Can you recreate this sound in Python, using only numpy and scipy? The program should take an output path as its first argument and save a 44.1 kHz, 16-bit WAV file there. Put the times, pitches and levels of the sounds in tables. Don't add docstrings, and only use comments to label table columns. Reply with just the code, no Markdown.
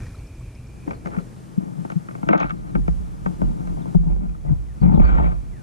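import sys
import numpy as np
from scipy import signal
from scipy.fft import rfft, irfft
from scipy.io import wavfile
from scipy.ndimage import uniform_filter1d, minimum_filter1d

SR = 44100
rng = np.random.default_rng(int(sys.argv[2]) if len(sys.argv) > 2 else 0)


def bounce(signal):
    frames = np.transpose(np.atleast_2d(signal))
    limited = np.clip(frames, -1, 1)
    pcm = np.round(limited * 32767).astype(np.int16)
    wavfile.write(sys.argv[1], SR, pcm)


N = 248072
TIME = np.arange(N) / SR


def undb(db):
    return 10 ** (np.asarray(db) / 20)


def curve(table):
    return np.interp(TIME, *np.transpose(table))


def unit(x):
    return x / np.sqrt(np.mean(x ** 2))


def running_rms(x, size):
    return np.sqrt(np.abs(uniform_filter1d(x ** 2, size)) + 1e-18)


def band(x, lo_hz, hi_hz, order=2):
    return signal.sosfilt(signal.butter(order, [lo_hz, hi_hz], "band", fs=SR, output="sos"), x)


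def walk(rate_hz):
    size = int(SR / rate_hz)
    steps = np.repeat(rng.standard_normal(N // size + 1), size)
    return unit(uniform_filter1d(steps, size)[:N])


def impulses(per_s, spread_db, cap_spreads):
    train = (rng.random(N) < per_s / SR) * rng.standard_normal(N)
    return train * undb(spread_db * np.minimum(rng.exponential(size=N), cap_spreads))


def ring(x, modes):
    return sum(undb(db) * signal.lfilter(*signal.iirpeak(hz, hz / width_hz, fs=SR), x)
               for hz, width_hz, db in modes)


def add(out, start_s, x):
    start = max(int(start_s * SR), 0)
    out[start:start + len(x)] += x[:N - start]


def gesture(events, attack_s, release_s):
    power = np.zeros(N)
    for start_s, length_s, db in events:
        first = max(int(start_s * SR), 0)
        t = TIME[first:first + SR] - start_s
        rise = np.clip(t / attack_s, 0, 1)
        decay = np.exp(-np.maximum(t - length_s, 0) / release_s)
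        power[first:first + SR] += (undb(db) * rise * decay) ** 2
    return np.sqrt(power)


def whistles(events, waver):
    out, unsteady = np.zeros(N), 1 + waver * walk(900)
    for start_s, start_hz, end_hz, length_s, db in events:
        count = int(length_s * SR)
        hz = np.geomspace(start_hz, end_hz, count) * np.roll(unsteady, -int(start_s * SR))[:count]
        swell = np.interp(np.linspace(0, 1, count), [0, 0.2, 0.6, 1], [0.44, 0.66, 0.75, 0.27])
        add(out, start_s, undb(db) * swell * np.sin(2 * np.pi * np.cumsum(hz) / SR))
    return out


def shake(x, pan_db, lag_s):
    return np.array([x * undb(pan_db / 2), -np.interp(TIME - lag_s, TIME, x) * undb(-pan_db / 2)])


def pond():
    # (frequency [Hz], relative density [dB])
    spectrum = [(25, -27), (70, -19), (102, -25), (120, 5), (150, -9.5), (300, -14.5), (500, -23),
                (1000, -31), (2000, -36), (4000, -42), (6000, -41), (10000, -43), (12000, -49.5),
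                (15000, -58.5)]
    # (time [s], level [dB])
    hiss_levels = [(0, -43), (.6, -44), (2.2, -43.5), (3.8, -43), (5.6, -40.5)]
    insect_levels = [(0, -60.5), (1.0, -66), (1.6, -101), (5.63, -64.5)]
    breeze_levels = [(0, -27.5), (.15, -37), (1.15, -42), (1.5, -51), (2.2, -55), (2.8, -43.5),
                     (4.7, -38.5), (5.6, -38.5)]
    hz = np.maximum(np.arange(N // 2 + 1) * SR / N, 1)
    points_hz, points_db = np.transpose(spectrum)
    colour = undb(np.interp(np.log(hz), np.log(points_hz), points_db))
    mid, side = (rfft(rng.standard_normal(N)) * colour for _ in range(2))
    width = 0.012 + 0.82 * hz ** 2 / (hz ** 2 + 2800 ** 2)
    air = unit(np.array([irfft(mid + width * side, N), irfft(mid - width * side, N)]))
    buzz = band(rng.standard_normal(N), 2282, 2512)
    insects = buzz / running_rms(buzz, 1500) * undb(curve(insect_levels) + 2.0 * walk(42))
    breeze = unit(band(rng.standard_normal(N), 32.3, 99)) * undb(curve(breeze_levels))
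    return air * undb(curve(hiss_levels) + 0.83 * walk(7.7)) + insects + breeze


def chirps():
    # (time [s], start pitch [Hz], end pitch [Hz], length [s], level [dB])
    glides = [(0.42, 2580, 2750, .05, -66), (.572, 2730, 2620, 0.039, -61.5),
              (0.939, 4620, 3800, 0.03, -57.5), (1.062, 4750, 3970, .034, -61),
              (1.185, 4700, 3800, 0.032, -62), (2.44, 4500, 3600, 0.045, -62),
              (2.548, 4670, 3650, .046, -68), (2.672, 4500, 3700, 0.042, -67),
              (3.663, 4400, 3520, 0.04, -61), (3.805, 4300, 3300, 0.028, -61),
              (4.685, 2040, 1420, 0.077, -58), (4.805, 4730, 3450, 0.046, -58.5),
              (4.927, 4820, 3150, 0.043, -52.5), (5.045, 4800, 4050, 0.023, -52),
              (5.525, 2130, 1400, 0.099, -54.5)]
    flutter_db, shore_decay_s, lag_s = 4, 0.025, 0.00005
    calls = whistles(glides, waver=0.012) * undb(flutter_db * walk(220))
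    shore = rng.standard_normal(8192) * np.exp(-TIME[:8192] / shore_decay_s)
    direct = np.array([calls, np.interp(TIME - lag_s, TIME, calls)])
    echo = signal.fftconvolve(calls, shore / np.linalg.norm(shore))[:N]
    return undb(0.5) * direct + undb(-2.5) * echo


def drips():
    # (time [s], start pitch [Hz], length [s], level [dB])
    bubbles = [(.044, 1410, 0.021, -61), (0.06, 1810, 0.015, -49), (.093, 1670, 0.014, -55),
               (0.145, 1270, 0.0092, -43.5), (.155, 4000, .006, -52), (.187, 4430, 0.0073, -53),
               (.271, 5230, 0.0051, -49), (.351, 5200, .004, -53), (.396, 7400, .006, -53),
               (0.407, 1060, .012, -50), (0.551, 5000, 0.0046, -50.5), (0.558, 970, .012, -58),
               (0.67, 5200, 0.0046, -52)]
    glides = [(start_s, hz, hz * 1.055, length_s, db) for start_s, hz, length_s, db in bubbles]
    return whistles(glides, waver=0.041)


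def sleeve():
    # (time [s], length [s], dull rub [dB], crackle [dB])
    brushes = [(-.02, 0.062, -51, -52), (0.862, 0.045, -38.5, -57.5), (1.046, 0.028, -39.5, -53.5),
               (1.128, 0.063, -46, -61.5), (5.015, 0.18, -39, -54.5)]
    grains = impulses(per_s=2500, spread_db=3.7, cap_spreads=4)
    rub = band(grains, 216, 525)
    crackle = band(grains, 1220, 1940) + undb(-13.5) * band(grains, 3300, 6900)
    out = np.zeros(N)
    for k, part in enumerate([rub, crackle]):
        strokes = [(start_s, length_s, dbs[k]) for start_s, length_s, *dbs in brushes]
        out += unit(part) * gesture(strokes, attack_s=0.0077, release_s=0.06)
    return out


def wobble():
    # (time [s], level [dB])
    shifts = [(2.24, -37), (2.44, -35), (2.749, -18.5), (2.879, -18.5), (3.25, -35), (3.415, -17.5),
              (3.67, -28), (3.946, -9.5), (4.087, -10), (4.269, -22), (4.469, -14.5), (4.811, -11),
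              (4.975, -3), (5.111, -8), (5.191, -9)]
    mode_hz, hold_s, rest_db, slosh_db = 47.43, 0.024, -35.5, -14
    stir = gesture([(start_s, hold_s, db) for start_s, db in shifts], attack_s=0.021, release_s=0.11)
    hz = mode_hz * (1 + 0.154 * walk(35))
    rocking = np.sin(2 * np.pi * np.cumsum(hz) / SR) * undb(2.15 * walk(28))
    rest = undb(rest_db) * np.clip((TIME - shifts[0][0]) / 0.18, 0, 1)
    sway = unit(band(rocking, 30.3, 66.7)) * np.hypot(stir, rest)
    slosh = unit(band(rng.standard_normal(N), 31.5, 69)) * stir * undb(slosh_db)
    return shake(sway, pan_db=-4.5, lag_s=0.003) + slosh


def leans():
    # (time [s], length [s], level [dB])
    loads = [(2.425, 0.054, -43), (2.76, 0.14, -33), (3.42, 0.071, -31), (4.47, 0.071, -23),
             (4.812, 0.212, -16.5)]
    # (frequency [Hz], width [Hz], relative gain [dB])
    deck_modes = [(82, 3.9, 9.5), (99, 12, -5), (119.2, 12, -3)]
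    judder = band(ring(rng.standard_normal(N), deck_modes), 87, 144.4, order=3)
    return judder / running_rms(judder, 1800) * gesture(loads, attack_s=0.043, release_s=0.033)


def rasps():
    # (time [s], length [s], pitch [Hz], level [dB])
    drags = [(0.906, 0.013, 2260, -41.5), (1.117, 0.054, 1430, -54), (2.374, 0.024, 3150, -43),
             (2.397, 0.025, 2400, -31), (2.426, 0.022, 2440, -34), (2.497, 0.019, 3140, -46),
             (4.027, 0.13, 880, -46.5), (4.088, .055, 2330, -55), (4.207, 0.041, 2200, -56),
             (4.28, 0.033, 2400, -55), (4.449, 0.069, 1990, -55), (4.463, 0.076, 1460, -61),
             (4.805, 0.24, 864, -33), (4.815, 0.12, 2210, -47), (4.99, 0.025, 2350, -37),
             (5.009, 0.17, 2330, -42), (5.001, 0.18, 1480, -44.5), (5.019, 0.2, 3150, -52.5),
             (5.03, 0.11, 4200, -56), (5.157, 0.08, 900, -29), (5.249, 0.024, 2300, -33)]
    half_width, settle_samples = 0.082, 8192
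    out = np.zeros(N)
    for start_s, length_s, hz, db in drags:
        count = int(length_s * SR)
        friction = rng.standard_normal(settle_samples + count)
        singing = band(friction, hz * (1 - half_width), hz * (1 + half_width))[settle_samples:]
        add(out, start_s, undb(db) * np.hanning(count) * unit(singing))
    return out


def hull(force):
    # (frequency [Hz], width [Hz], relative gain [dB])
    flex_modes = [(153.8, 13, 11), (176, 13.1, 18), (196, 112, -0.5), (269.3, 5.9, 0), (306, 45, 3.5)]
    wall_modes = [(505, 100, 9.3), (610, 70, 15.3), (688, 41, 18), (761, 88, 4.2), (820, 62, 13.6),
                  (904, 96, 6.7), (1060, 26, 1)]
    fitting_modes = [(1218, 42, 25.5), (1300, 165, 22.5), (1410, 40, 11), (1450, 50, 5.5), (1827, 53, 16),
                     (1900, 33, 7.5), (2217, 97, 20), (2400, 50, 5), (2765, 60, -0.5), (2890, 150, -5)]
    return [band(ring(force, flex_modes), 133, 314),
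            band(ring(force, wall_modes), 422, 923, order=3),
            band(ring(force, fitting_modes), 760, 2037, order=3)]


def radiation(flex, wall, fittings, rasp):
    # (frequency [Hz], width [Hz], gain [dB])
    air_modes = [(296, 8.8, 3.5), (342, 25, -4.5), (438, 15, -3), (537.4, 7.1, -1.5), (796, 26, -3),
                 (888.5, 16.7, 0.5), (919.4, 20, -5), (1002, 19, -6.5), (1118, 12, 4.5), (1297, 26, -0.5),
                 (1378, 150, 3.5), (1551, 180, 4), (1958, 40, 2), (2060, 40, -6), (2350, 330, -7.5),
                 (2580, 59, -10), (3515, 1330, -5.5)]
    boom = undb(-5.5) * band(flex, 1.2, 299)
    drive = (undb(-16.5) * band(flex, 180, 420) + undb(-11.5) * wall
             + undb(-17) * fittings + undb(4) * band(fittings, 3000, 6850) + rasp)
    return boom + ring(drive, air_modes)


def rubbing():
    # (time [s], length [s], flex [dB], wall [dB], fittings [dB])
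    slides = [(0.88, 0.031, -34, -41, -49), (1.041, 0.039, -32, -38, -52), (1.111, 0.034, -38, -40, -38),
              (1.584, 0.23, -31.5, -46.5, -56), (2.078, 0.13, -36, -47, -71), (2.257, .03, -26, -36, -43),
              (2.291, 0.083, -25, -18.5, -21.5), (2.373, 0.049, -29, -32, -22.5),
              (2.508, 0.03, -26, -45, -69), (2.718, 0.066, -22.5, -55.5, -65),
              (2.944, 0.095, -35, -60, -74), (3.251, 0.045, -26.5, -41, -52),
              (3.384, 0.13, -26.5, -42, -51), (3.538, 0.797, -31.5, -47, -54),
              (4.018, 0.1, -23.5, -35.5, -49), (4.186, 0.068, -27.5, -42.5, -53),
              (4.435, 0.073, -21, -33, -47), (4.816, 0.14, -11.5, -26.5, -36),
              (4.995, 0.21, -19.5, -25, -26.5), (5.209, 0.082, -18.5, -26, -32)]
    # (time [s], level [dB])
    creak_levels = [(0, -100), (.8, -37), (1.25, -35.5), (1.5, -33.5), (2.6, -27), (3.9, -36), (4.7, -31.5),
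                    (5.6, -30.5)]
    # (flex [dB], wall [dB], fittings [dB])
    creak_offsets_db = [-9, -22, -24.5]
    slips = impulses(per_s=6000, spread_db=1.5, cap_spreads=5)
    grip = undb(1.85 * walk(46))
    levels = []
    for k, offset_db in enumerate(creak_offsets_db):
        strokes = [(start_s, length_s, dbs[k]) for start_s, length_s, *dbs in slides]
        sliding = gesture(strokes, attack_s=0.022, release_s=0.034)
        levels.append(grip * np.hypot(sliding, undb(curve(creak_levels) + offset_db)))
    parts = [part / running_rms(part, 1500) * level for part, level in zip(hull(slips), levels)]
    hiss = unit(band(slips, 2740, 4020)) * levels[-1] * undb(-34.5)
    return np.array(parts + [hiss])


def groans():
    # (time [s], length [s], pitch [Hz], level [dB])
    slips = [(0.874, 0.016, 315, -20), (1.172, 0.023, 185, -16), (1.575, 0.022, 183, -12),
             (1.77, 0.066, 176, -25), (1.954, 0.038, 177, -16), (2.291, 0.079, 196, -10.5),
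             (2.292, 0.033, 298, -11), (2.338, 0.048, 205, -13), (2.446, 0.0078, 222, -19),
             (3.95, 0.035, 168, -3), (3.99, 0.053, 175, -15), (4.055, 0.054, 173.4, -14),
             (4.49, 0.067, 148.2, -10.5), (4.814, 0.013, 149, -9), (4.825, 0.19, 178.1, -9.5),
             (4.975, 0.066, 172.6, -4.5)]
    rise_share = 0.37
    out, waver = np.zeros(N), 1 + 0.068 * walk(90)
    for start_s, length_s, hz, db in slips:
        t = TIME[:int(length_s * SR)]
        phase = 2 * np.pi * np.cumsum(hz * waver[int(start_s * SR):][:len(t)]) / SR
        swell = np.sin(np.interp(t / length_s, [0, rise_share, 1], [0, np.pi / 2, np.pi])) ** 1.87
        add(out, start_s, np.sqrt(2) * undb(db) * swell * (np.sin(phase) + 0.08 * np.sin(2 * phase)))
    return out


def disperse(x, scale_s):
    hz = np.arange(len(x) // 2 + 1) * SR / len(x)
    turns = scale_s * (2 * np.sqrt(1000 * hz) - 0.55 * hz)
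    return irfft(rfft(x) * np.exp(-2j * np.pi * turns), len(x))


def ping(t):
    # (frequency [Hz], t60 [s], level relative to the blow [dB])
    modes = [(838, 0.15, -17.5), (1333, 0.05, 2.5), (1553, 0.047, -0.5), (1886, 0.034, -13),
             (2184, 0.023, -2), (2644, 0.034, -12)]
    out = np.zeros(len(t))
    for hz, t60_s, db in modes:
        size, detune = rng.standard_normal(2)
        tone = np.sin(2 * np.pi * hz * (1 + 0.024 * detune) * t)
        out += undb(db + 4.4 * size) * tone * np.exp(-np.log(1000) * t / t60_s)
    return out * (1 - np.exp(-t / 0.0019))


def knocks():
    # (time [s], flex [dB], wall [dB], fittings [dB], ping [dB], tick [dB])
    blows = [(0.877, -32, -27.5, -41, -45, -75), (0.908, -29.5, -27, -29, -37, -54),
             (0.932, -38, -39, -39, -46, -73), (1.058, -27.5, -31, -28, -36, -58),
             (1.072, -39, -34, -33, -51, -70), (1.146, -35, -34.5, -39, -46, -68),
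             (1.165, -31, -34, -33, -48, -70), (1.185, -25, -40, -34, -41, -65),
             (1.848, -24.5, -28.5, -41, -43, -68), (1.9, -40, -30.5, -29.5, -38, -50),
             (1.918, -28.5, -32, -38, -39, -52), (2.086, -28.5, -39, -31.5, -50, -68),
             (2.109, -41, -37, -39, -48, -70), (2.151, -27.5, -34, -33.5, -46, -77),
             (2.229, -18.5, -27.5, -38, -37, -62), (2.288, -6, -5, -5, -13.5, -33.5),
             (2.291, -7, -13, -20, -29, -55), (2.307, -8, -15, -16, -24, -56),
             (2.33, -12, -4, -5, -5.5, -43), (2.334, -19, -4.5, -6, -22, -58),
             (2.347, -20, -5.5, -12, -18, -60), (2.354, -21, -14.5, -15, -13.5, -62),
             (2.378, -43, -31, -28, -22.5, -40), (2.401, -25.5, -23, -34, -32, -36),
             (2.411, -38, -17, -25, -27, -46), (2.428, -40, -30.5, -36, -31, -58),
             (2.442, -21.5, -22, -25, -29, -57), (2.495, -60, -33.5, -33.5, -25.5, -50),
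             (2.506, -46, -34, -21, -31.5, -52), (2.752, -15, -21.5, -23.5, -36, -57),
             (2.879, -16, -22, -29.5, -47, -52.5), (3.26, -17.5, -21.5, -25, -37, -56),
             (3.416, -16.5, -20.5, -33, -42, -59), (3.672, -35, -33, -38, -46, -59),
             (3.77, -38, -35, -58, -61, -70), (3.855, -28, -31, -51, -61, -73),
             (3.946, -13, -22, -52, -53, -73), (4.161, -25, -30.5, -45, -49, -64),
             (4.293, -34, -43, -41, -51, -66), (4.346, -40, -53, -40, -49, -76),
             (4.818, -24, -27, -44, -46, -62), (4.947, -13, -21.5, -39, -38, -66),
             (4.974, -5, -14.5, -44, -45.5, -65), (4.996, -3.5, -11.5, -37, -34, -60),
             (5.183, -21, -24, -35, -38, -68.5), (5.197, -12.5, -14.5, -26, -30.5, -54),
             (5.317, -25.5, -29, -33, -41, -70)]
    push_db, chatter_s, cockpit_db = 21.5, 0.0059, -3.5
    tracks, pings, t = np.zeros((4, N)), np.zeros(N), TIME[:8192]
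    push = t == 0
    damping = np.exp(-t / 0.17)
    for start_s, flex_db, wall_db, fittings_db, ping_db, tick_db in blows:
        chatter = rng.standard_normal(len(t)) * (np.exp(-t / chatter_s) + 0.058 * np.exp(-t / 0.023))
        force = disperse(band(undb(push_db) * push + chatter, 305, 12000), scale_s=0.001807)
        contact = (chatter + 3 * push) * np.exp(-t / 0.00405)
        tick = band(contact, 3850, 6850, order=4) + undb(8) * band(contact, 2710, 3380)
        parts = [part * damping for part in hull(force)] + [tick]
        for track, part, db in zip(tracks, parts, [flex_db, wall_db, fittings_db, tick_db]):
            add(track, start_s, part * undb(db) / running_rms(part, 220).max())
        add(pings, start_s, ping(t) * undb(ping_db))
        cockpit = band(force, 275, 350) * damping
        add(tracks[1], start_s, cockpit * undb(wall_db + cockpit_db) / running_rms(cockpit, 220).max())
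    return tracks, pings


def scene():
    blows, pings = knocks()
    flex, wall, fittings, tick = blows + rubbing()
    flex = flex + groans() + leans()
    rasp = rasps()
    mount = (shake(flex, pan_db=3.5, lag_s=0.0001)
             + shake(wall, pan_db=1.19, lag_s=0.00002)
             + shake(fittings + rasp, pan_db=1, lag_s=0.00002)
             + shake(tick, pan_db=-10, lag_s=0.00008)
             + shake(pings, pan_db=-1.3, lag_s=0.00013))
    boat = mount + wobble() + radiation(flex, wall, fittings, rasp)
    return boat + sleeve() + drips() + chirps() + pond()


def duck(x, limit_db, share, release_db_per_s):
    peak_db = 20 * np.log10(np.abs(x).max(axis=0) + 1e-9)
    cut_db = np.maximum(peak_db - limit_db, 0) * share
    release_db = release_db_per_s * TIME
    return np.maximum.accumulate(cut_db + release_db) - release_db


def record(dry):
    treble_db, top_hz = 7.5, 14700
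    bright = dry + undb(treble_db) * band(dry, 830, 11000, order=1)
    quick_db = duck(bright, limit_db=0, share=0.65, release_db_per_s=74)
    slow_db = duck(band(dry, 29, 181), limit_db=-6.5, share=0.67, release_db_per_s=4)
    gain = undb(-np.maximum(quick_db, slow_db))
    gain = uniform_filter1d(minimum_filter1d(gain, size=200), size=200)
    return signal.sosfilt(signal.ellip(8, 0.2, 70, top_hz, fs=SR, output="sos"), dry * gain)


dry = scene()
out = record(dry)
bounce(out)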